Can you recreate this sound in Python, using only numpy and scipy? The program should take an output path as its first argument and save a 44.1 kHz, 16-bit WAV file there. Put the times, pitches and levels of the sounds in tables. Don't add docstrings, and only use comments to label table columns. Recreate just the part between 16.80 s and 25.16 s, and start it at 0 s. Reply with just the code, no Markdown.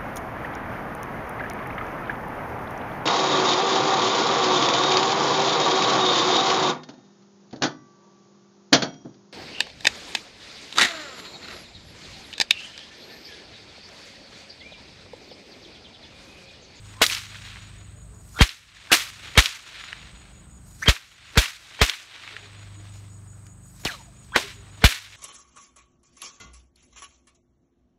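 import sys
import numpy as np
from scipy import signal
from scipy.fft import rfft, irfft, next_fast_len
from scipy.io import wavfile
from scipy.ndimage import uniform_filter1d, map_coordinates

SR = 44100
rng = np.random.default_rng(int(sys.argv[2]) if len(sys.argv) > 2 else 0)


def volts_from_decibels(level):
    exponent = np.asarray(level, float) / 20
    return 10 ** exponent


def file_out(sig):
    cols = np.atleast_2d(sig).T
    lim = np.clip(cols, -1, 1)
    pcm = np.round(lim * 32767).astype(np.int16)
    wavfile.write(sys.argv[1], SR, pcm)


N = 368676
T = np.arange(N) / SR


def unit(x):
    return x / np.sqrt(np.mean(x ** 2) + 1e-20)


def along(points, hz):
    f, v = np.transpose(points)
    return np.interp(np.log(hz + 1), np.log(f + 1), v)


def filtered(x, response):
    m = next_fast_len(N + 8192)
    return irfft(rfft(x, m) * response(np.fft.rfftfreq(m, 1 / SR)), m)[:N]


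def noise(response):
    return unit(filtered(rng.standard_normal(N), response))


def wobble(rate):
    knots = rng.standard_normal(int(N * rate / SR) + 4)
    return np.interp(T, T[::8], map_coordinates(knots, [T[::8] * rate]))


def add(track, s, piece):
    part = track[round(s * SR):][:len(piece)]
    part += piece[:len(part)]


def tent(t, arrive, hold, rise, fall):
    return -rise * np.maximum(arrive - t, 0) - fall * np.maximum(t - arrive - hold, 0)


# (time [s], shaft speed [Hz], firing tone level [dB])
ENGINE = [(0, 25.6, -43.5), (.6, 25.51, -43), (1.1, 25.43, -43.5), (1.45, 25.18, -49.5),
          (2.4, 25.38, -48.5), (3.2, 25.15, -57), (3.6, 25.17, -61), (3.95, 24.9, -53.5),
          (5.3, 24.93, -47.5), (5.8, 25.23, -40), (6.2, 25.05, -40), (6.6, 24.9, -42.5), (6.9, 25, -52),
          (7.3, 25.08, -53), (7.6, 25.1, -56), (7.8, 24.8, -44.5), (8.36, 25.3, -37)]
ORDERS_DB = {2: -56.5, 3: -59, 5: -56.5, 6: -61.5, 7: -60, 8: -65, 9: -68.5, 10: -70, 12: -69, 13: -73.5,
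             16: -75}


def engine():
    s, shaft_hz, tone_db = np.transpose(ENGINE)
    speed_hz = np.interp(T, s, shaft_hz) * (1 + 0.0033 * wobble(9.1))
    turn = 2 * np.pi * np.cumsum(speed_hz) / SR
    out = volts_from_decibels(np.interp(T, s, tone_db) + 0.74 * wobble(3.5)) * np.sin(4 * turn)
    for k, db in ORDERS_DB.items():
        out += volts_from_decibels(db + 3 + 1.5 * wobble(2)) * np.sin(k * turn + rng.uniform(0, 2 * np.pi))
    return out


# (frequency [Hz], density [dB per Hz])
RUMBLE = [(15, -46), (28, -18), (42, -4), (58, 7), (85, -5.5), (130, -6), (230, -16), (420, -27),
          (700, -32), (1500, -120)]
# (time [s], level [dB])
RUMBLE_DB = [(0, -52), (1.5, -50), (3.1, -54), (3.2, -43), (3.5, -53.5), (4, -51), (5.6, -54.5), (7, -58),
             (8.36, -46.5)]
# (frequency [Hz], density [dB per Hz])
AIR = [(290, -26.5), (500, -2.5), (595, -7), (1380, -2), (4940, -13.5), (6230, -22.5), (6700, 0.5),
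       (7420, -4), (8210, 4), (10400, -17), (16000, -20.5)]


def air():
    traffic_db = np.interp(T, *np.transpose(RUMBLE_DB)) + 1.3 * wobble(3.9)
    traffic = volts_from_decibels(traffic_db) * noise(lambda hz: volts_from_decibels(along(RUMBLE, hz)))
    leaves = volts_from_decibels(-62.0 + 0.52 * wobble(5.7)) * noise(lambda hz: volts_from_decibels(along(AIR, hz)))
    return traffic + leaves


# (first chirp [s], last chirp [s])
CHIRPS = [
    (.047, .047),
    (.443, 1.522),
    (1.945, 3),
    (3.0, 3.885),
    (4.285, 4.443),
    (5.41, 7.367),
    (7.74, 7.912),
    (8.29, 8.29),
]
CHIRP_GAP_S, CHIRP_S = .178, .081


def crickets():
    gate = np.zeros(N)
    t = np.arange(round(CHIRP_S * SR)) / SR
    wing_pulses = 0.39 + 0.55 * np.cos(np.pi * 47 * t - .6) ** 4
    for first, last in CHIRPS:
        for s in np.linspace(first, last, round((last - first) / CHIRP_GAP_S) + 1):
            add(gate, s, wing_pulses)
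    wing = np.sin(2 * np.pi * np.cumsum(6870 + 70 * wobble(400)) / SR)
    near = volts_from_decibels(-51.0 + 1.1 * wobble(28)) * uniform_filter1d(gate, size=40) * wing

    def band(hz_mid, hz_wide):
        return noise(lambda hz: 1 / (1 + ((hz - hz_mid) / hz_wide) ** 4))

    chorus = volts_from_decibels(-63.5 + 2.5 * wobble(250) + 1.2 * wobble(23)) * band(hz_mid=8160, hz_wide=420)
    low_chorus = volts_from_decibels(-71.5 + 2.5 * wobble(40)) * band(hz_mid=6700, hz_wide=300)
    return near + chorus + low_chorus


# (frequency [Hz], density [dB per Hz])
ECHO_COLOUR = [(150, -44.5), (250, -6.5), (484, -10), (640, -7.5), (890, -9.5), (1040, -7.5), (1640, -3),
               (2440, -1), (3010, -2.5), (4050, 1), (11700, -23), (14700, -30.5), (16000, -35.5)]


def patter(hz_lo, hz_hi, spread_db):
    taps = rng.standard_normal(N) * volts_from_decibels(spread_db * wobble(900))

    def part(hz):
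        edges = (1 + (hz_lo / (hz + 1)) ** 8) * (1 + (hz / hz_hi) ** 8)
        return volts_from_decibels(along(ECHO_COLOUR, hz)) / np.sqrt(edges)

    return unit(filtered(taps, part))


# (time [s], signed low-cut thump [full scale], crossover ring [dB], gain dip [dB])
CRACKS = [
    (0.218, -0.0038, -28.5, 3),
    (1.610, -0.55, -10, 19.5),
    (2.1182, 0.002, -42, 6.5),
    (2.577, 0.42, -15.5, 17),
    (4.0831, -0.4, -4.5, 20.5),
    (4.5741, -0.39, -32, 19.5),
    (5.0153, 0.27, -15, 23.5),
    (7.053, 0.024, -46, 1),
    (7.559, 0.0035, -25, 1.5),
    (8.0419, 0.56, -25, 21.5),
]
# (lawn [dB], houses [dB], far slopes [dB], low tilt [dB], top tilt [dB])
RETURNS = [(-12, -27.5, -41.5, -1, 2.2), (-14.5, -38, -44.5, 0, -1.5), (-12, -23.5, -41.5, 3, 3.5),
           (-10.5, -28.5, -36.5, 0, -0.5), (-15, -40, -43.5, 0.5, -3), (-13, -29.5, -39, 1, 2),
           (-12.5, -31, -36.5, 2, -1.5), (-30, -42, -62.5, 9, 1.5), (-21.5, -34, -55.5, 11, -1),
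           (-11.5, -30.5, -36.5, -1, 2)]
HOUSES_LATE_S = [0.031, -0.0022, -.035, 0.0083, .004, -0.012, 0.0016, -0.0093, -.01, 0.00025]
# (level [dB], rise [dB/s], fall [dB/s])
LAWN = (.011, 0.0016), [(-12.5, -500, 649.5), (0.15, 449.5, 638.5), (-18, 61, 379)]
HOUSES = (0.058, 0.0098), [(-19.5, 30, 240), (-0.5, 310, 138.4), (-14.5, 37, 170)]
SLOPES = (0.34, 0.11), [(-15.5, 32.5, 23), (-1.24, 40, 42.4), (-27.5, -25.5, 63)]
# (time [s], rise [s], hold [s], 1-5 kHz level [dB], top level [dB])
SWEEPS = [(0.062, 0.15, 0.11, -53.5, -73), (1.5, 0.18, .1, -68, -64), (1.572, .09, .04, -54, -57),
          (2.078, .1, .04, -50.5, -71), (3.44, .05, .02, -70, -83), (3.9, .14, .12, -72, -65),
          (4.037, .08, 0.026, -48, -56), (4.53, 0.11, 0.035, -52, -68), (5.7, .04, .03, -68, -81),
          (5.828, .03, .02, -63, -77), (6.06, .12, .03, -57, -78), (6.14, .04, 0.029, -59.5, -70),
          (6.24, .05, 0.027, -65.5, -82), (6.45, .3, 0.21, -75, -79.5), (6.874, 0.071, .1, -78, -67),
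          (6.999, 0.089, .05, -60.5, -59.5), (7.435, .15, .05, -78, -74), (8.004, .08, .04, -59, -71)]
SWEEP_RISE_DB, SWEEP_FALL_DB_S, SWEEP_LOW_DB = 21.5, 92, -5
MURMUR_DB = -64
SLOPES_DUCK, MURMUR_DUCK = 0.54, 0.83


def scatter(gain):
    power = np.full((3, N), 1e-10)  # low, 1-5 kHz, top
    for (s, *_), (*near_to_far, low, top), late in zip(CRACKS, RETURNS, HOUSES_LATE_S):
        reflectors = zip(near_to_far, (LAWN, HOUSES, SLOPES), (0, 0, SLOPES_DUCK), (0, late, 0))
        for db, (timing, bands), duck, lag in reflectors:
            span = slice(round(s * SR), round((s + .15 + 5 * timing[0]) * SR))
            since = T[span] - s - lag
            levels = [db + tilt + part_db + tent(since, *timing, rise, fall)
                      for tilt, (part_db, rise, fall) in zip((low, 0, top), bands)]
            power[:, span] += (volts_from_decibels(np.array(levels)) * gain[span] ** duck) ** 2
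    for s, rise_s, hold, mid, top in SWEEPS:
        span = slice(max(round((s - .5) * SR), 0), round((s + .5) * SR))
        shape = tent(T[span], s, hold, SWEEP_RISE_DB / rise_s, SWEEP_FALL_DB_S)
        power[:, span] += volts_from_decibels(shape + np.array([[mid + SWEEP_LOW_DB], [mid], [top]])) ** 2
    power[0] += (volts_from_decibels(MURMUR_DB) * gain ** MURMUR_DUCK) ** 2
    low_db, mid_db, top_db = 10 * np.log10(power)
    treble_db = -0.5 + 0.48 * mid_db + 0.46 * top_db
    rustle_db = top_db - 3.5 + 0.35 * (top_db - mid_db)
    parts = [patter(170, 1245, spread_db=1.0), patter(1000, 3720, spread_db=1.54),
             patter(5800, 9300, spread_db=2.0), patter(12000, 19000, spread_db=0.5),
             patter(12500, 17000, spread_db=5.5)]
    levels_db = np.array([low_db, mid_db, treble_db, top_db, rustle_db])
    shared_db = .9 * wobble(60) + 1.2 * wobble(220)
    own_db = 1.1 * np.array([wobble(45) for _ in parts])
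    return np.sum(volts_from_decibels(levels_db + shared_db + own_db) * parts, 0)


# (time [s], length [s], first pitch [Hz], last pitch [Hz], last level [dB])
SWELLS = [
    (.14, .075, 968, 1094, -42),
    (1.545, 0.038, 1280, 1430, -33),
    (1.56, .03, 3610, 3430, -45),
    (2.098, .02, 1702, 1418, -24.5),
    (4.04, 0.031, 2372, 1642, -27),
    (7.52, .037, 1038, 1940, -28),
]
# (time [s], length [s], first pitch [Hz], last pitch [Hz], top level [dB])
WHISTLES = [(4.018, 0.029, 1410, 2500, -24.5), (4.022, .02, 5700, 6600, -38), (7.07, .12, 880, 464, -42),
            (7.07, .13, 4200, 3790, -47), (7.512, .035, 3460, 3294, -52), (8.002, 0.021, 3630, 4130, -48),
            (1.12, .1, 594, 600, -56), (1.22, .09, 600, 600, -56), (1.13, 0.15, 447, 450, -57),
            (1.26, 0.18, 437, 412, -54.5), (5.52, 0.074, 430, 418, -49), (5.61, .08, 415, 400, -49),
            (5.93, 0.14, 295, 335, -49), (7.62, 0.074, 408, 395, -37), (7.73, 0.16, 404, 394, -52)]
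SWELL_DB, TOP_AT, FADE_IN_DB, FADE_OUT_DB = 15.5, .33, 20, 17
SLOWING_S, SLOWING_LENGTH, SLOWING_DB, SLOWING_FALL_DB_S = 7.05, 0.33, -29.5, 105
TIP_HZ, TIP_TAU_S, CORD_HZ, CORD_TAU_S = 4200, .018, 1600, .28
LOOP_FIRST, LOOP_STEP, LOOP_DEPTH_DB = 0.139, 0.0863, 18


def cord_tones():
    for rows, top_at, fade_in_db in ((SWELLS, 1, SWELL_DB), (WHISTLES, TOP_AT, FADE_IN_DB)):
        for s, length, hz0, hz1, db in rows:
            u = np.linspace(0, 1, round(length * SR))
            shape = tent(u, top_at, 0, fade_in_db / top_at, FADE_OUT_DB / (1 - TOP_AT))
            yield s, hz0 * (hz1 / hz0) ** u, db + shape, 1
    t = np.arange(round(SLOWING_LENGTH * SR)) / SR
    loops = np.sin(np.pi * (np.sqrt(t) - LOOP_FIRST) / LOOP_STEP) ** 2
    loops *= np.minimum(t / 0.084, 1) ** 2
    hz = TIP_HZ * np.exp(-t / TIP_TAU_S) + CORD_HZ * np.exp(-t / CORD_TAU_S)
    yield SLOWING_S, hz, SLOWING_DB - SLOWING_FALL_DB_S * t - LOOP_DEPTH_DB * loops, 1.1


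def whistles():
    out = np.zeros(N)
    tip_smear = wobble(500) + 1j * wobble(500)
    thick_smear = wobble(700) + 1j * wobble(700)
    for s, hz, db, blur in cord_tones():
        span = slice(round(s * SR), round(s * SR) + len(hz))
        turn = 2j * np.pi * np.cumsum(hz) / SR
        rough = blur * np.clip(hz / 1500 - .2, .08, 1.6)
        tone = (1 + rough * tip_smear[span]) * np.exp(turn)
        tone += 0.37 * rough * thick_smear[span] * np.exp(.75 * turn)
        out[span] += volts_from_decibels(db - 2) * tone.imag
    return out


def overload():
    out, t = np.zeros(N), np.arange(round(.07 * SR)) / SR
    turns = 44 * t + 1.54 * (1 - np.exp(-t / .0049))
    thump = np.sin(2 * np.pi * turns) * np.exp(-((t - .012) / 0.018) ** 2)
    thump *= 1 - 0.58 * np.exp(-(t / 0.0037) ** 3)
    ring = volts_from_decibels(-60 * t[::-1] / 0.033) * np.sin(2 * np.pi * 3180 * t)
    low_ring = .25 * volts_from_decibels(-60 * np.abs(t - .035) / .03) * np.sin(2 * np.pi * 450 * t)
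    for s, size, ring_db, *_ in CRACKS:
        add(out, s - .0025, size * thump)
        add(out, s - .07, volts_from_decibels(ring_db) * ring)
        add(out, s - .036, size * low_ring)
    return out


def front(width_ms):
    u = (np.arange(round(.004 * SR)) / SR - .002) / (width_ms / 1000)
    return np.where(u < 0, 2.2 * u * np.exp(-u ** 2), 1.09 * u * np.exp(-(0.5 * u) ** 2))


# (level [dB], lead [s])
LEAD_INS = [(-31.5, .012), (-23, .022), (-30, 0.0068), (-29, 0.024), (-25.5, .024), (-27, .018), (-30, .024),
            (-42, .018), (-31, .014), (-31, 0.025)]
# (time [s], peak [dB], width [ms])
SHOCKS = [(0.2163, -4.5, 0.18), (0.2208, -7, 0.14), (1.6103, -2.5, 0.14), (2.1174, -6, 0.048),
          (2.1205, -13, .08), (2.1219, -2, 0.055), (2.123, -10.5, .1), (2.5763, 3.5, 0.086),
          (2.5790, 2, 0.048), (4.0862, -0.5, 0.066), (4.5755, -1, 0.092), (5.015, -9.5, .12),
          (5.0165, -0.5, 0.063), (7.0515, -9.5, 0.04), (7.0560, -18.5, 0.59), (7.561, 0.5, 0.083),
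          (7.563, 0.5, 0.096), (8.0410, 1, 0.11), (8.0424, -4, 0.078)]
# (time [s], peak [dB], centre [Hz])
ECHOES = [(0.2635, -8, 4200), (0.2979, -16.5, 3000), (0.322, -19, 3900), (0.331, -20, 4200),
          (0.3481, -17, 3930), (0.3661, -23, 2540), (0.555, -34, 1500), (0.7576, -32, 1840),
          (0.768, -34, 1600), (1.6909, -24.5, 3190), (2.071, -36, 1974), (2.2028, -20, 2400),
          (2.6228, -15.5, 3430), (2.6575, -8.5, 3470), (2.711, -30, 3000), (2.727, -30, 2600),
          (3.038, -28.5, 1900), (3.128, -21.5, 2000), (4.1638, -24.5, 2150), (4.657, -18, 2290),
          (5.062, -22, 4380), (5.0955, -11, 3300), (5.436, -31, 1970), (5.4759, -30, 1780),
          (5.5649, -24.5, 2020), (6.6656, -45, 6500), (6.6657, -47, 2000), (7.445, -49, 5000),
          (7.642, -29, 2380), (8.122, -15.5, 2310)]


def whip():
    out, lead_in, fray = np.zeros(N), np.zeros(N), np.zeros(N)
    t = np.arange(round(.04 * SR)) / SR
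    for (s, *_), (lead_in_db, lead) in zip(CRACKS, LEAD_INS):
        before = t[:round(lead * SR)][::-1]
        add(lead_in, s - lead, volts_from_decibels(lead_in_db - 5.5) * (1 + 4.0 * np.exp(-before / 0.0023)))
    for s, db, width_ms in SHOCKS:
        add(out, s - .002, volts_from_decibels(db) * front(width_ms))
        add(fray, s, volts_from_decibels(db - 12 - 60 * t / 0.0069))
    for s, db, hz in ECHOES:
        splash = volts_from_decibels(-60 * (t - .002) / .022) * np.clip((t - .0012) / .0012, 0, 1)
        slap = .7 * rng.standard_normal(len(t)) * splash
        add(slap, 0, front(140 / hz))
        band = signal.butter(2, [hz / 1.6, hz * 1.45], "bandpass", fs=SR, output="sos")
        slap = signal.sosfilt(band, slap)
        slap = slap + (hz / 16000) ** 2 * np.gradient(slap)
        add(out, s - .001, volts_from_decibels(db + 3) * slap / np.abs(slap).max())
    dull, bright = patter(300, 2200, spread_db=3.5), patter(2400, 9000, spread_db=3.5)
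    frayed = fray * patter(1800, 17000, spread_db=1.0)
    return out + lead_in * (dull + volts_from_decibels(-7.5) * bright) + frayed


def ducking():
    dips = [dip_db * (T > s) * np.exp(-(np.abs(T - s) / 0.54) ** 2) for s, _, _, dip_db in CRACKS]
    return volts_from_decibels(-np.max(dips, 0))


def scene():
    gain = ducking()
    surroundings = gain * (engine() + air()) + gain ** 0.51 * crickets()
    return (surroundings + scatter(gain) + whistles() + overload() + whip())[None]


def roll_off(x):
    return signal.sosfilt(signal.butter(12, 16510, fs=SR, output="sos"), x)


def record(dry):
    clipped = dry[0] / (1 + np.abs(dry[0] / .95) ** 10) ** (1 / 10)
    limited = filtered(clipped, lambda hz: 1 / (1 + (hz / 15780) ** 240))
    return roll_off(limited[None])


dry = scene()
out = record(dry)
file_out(out)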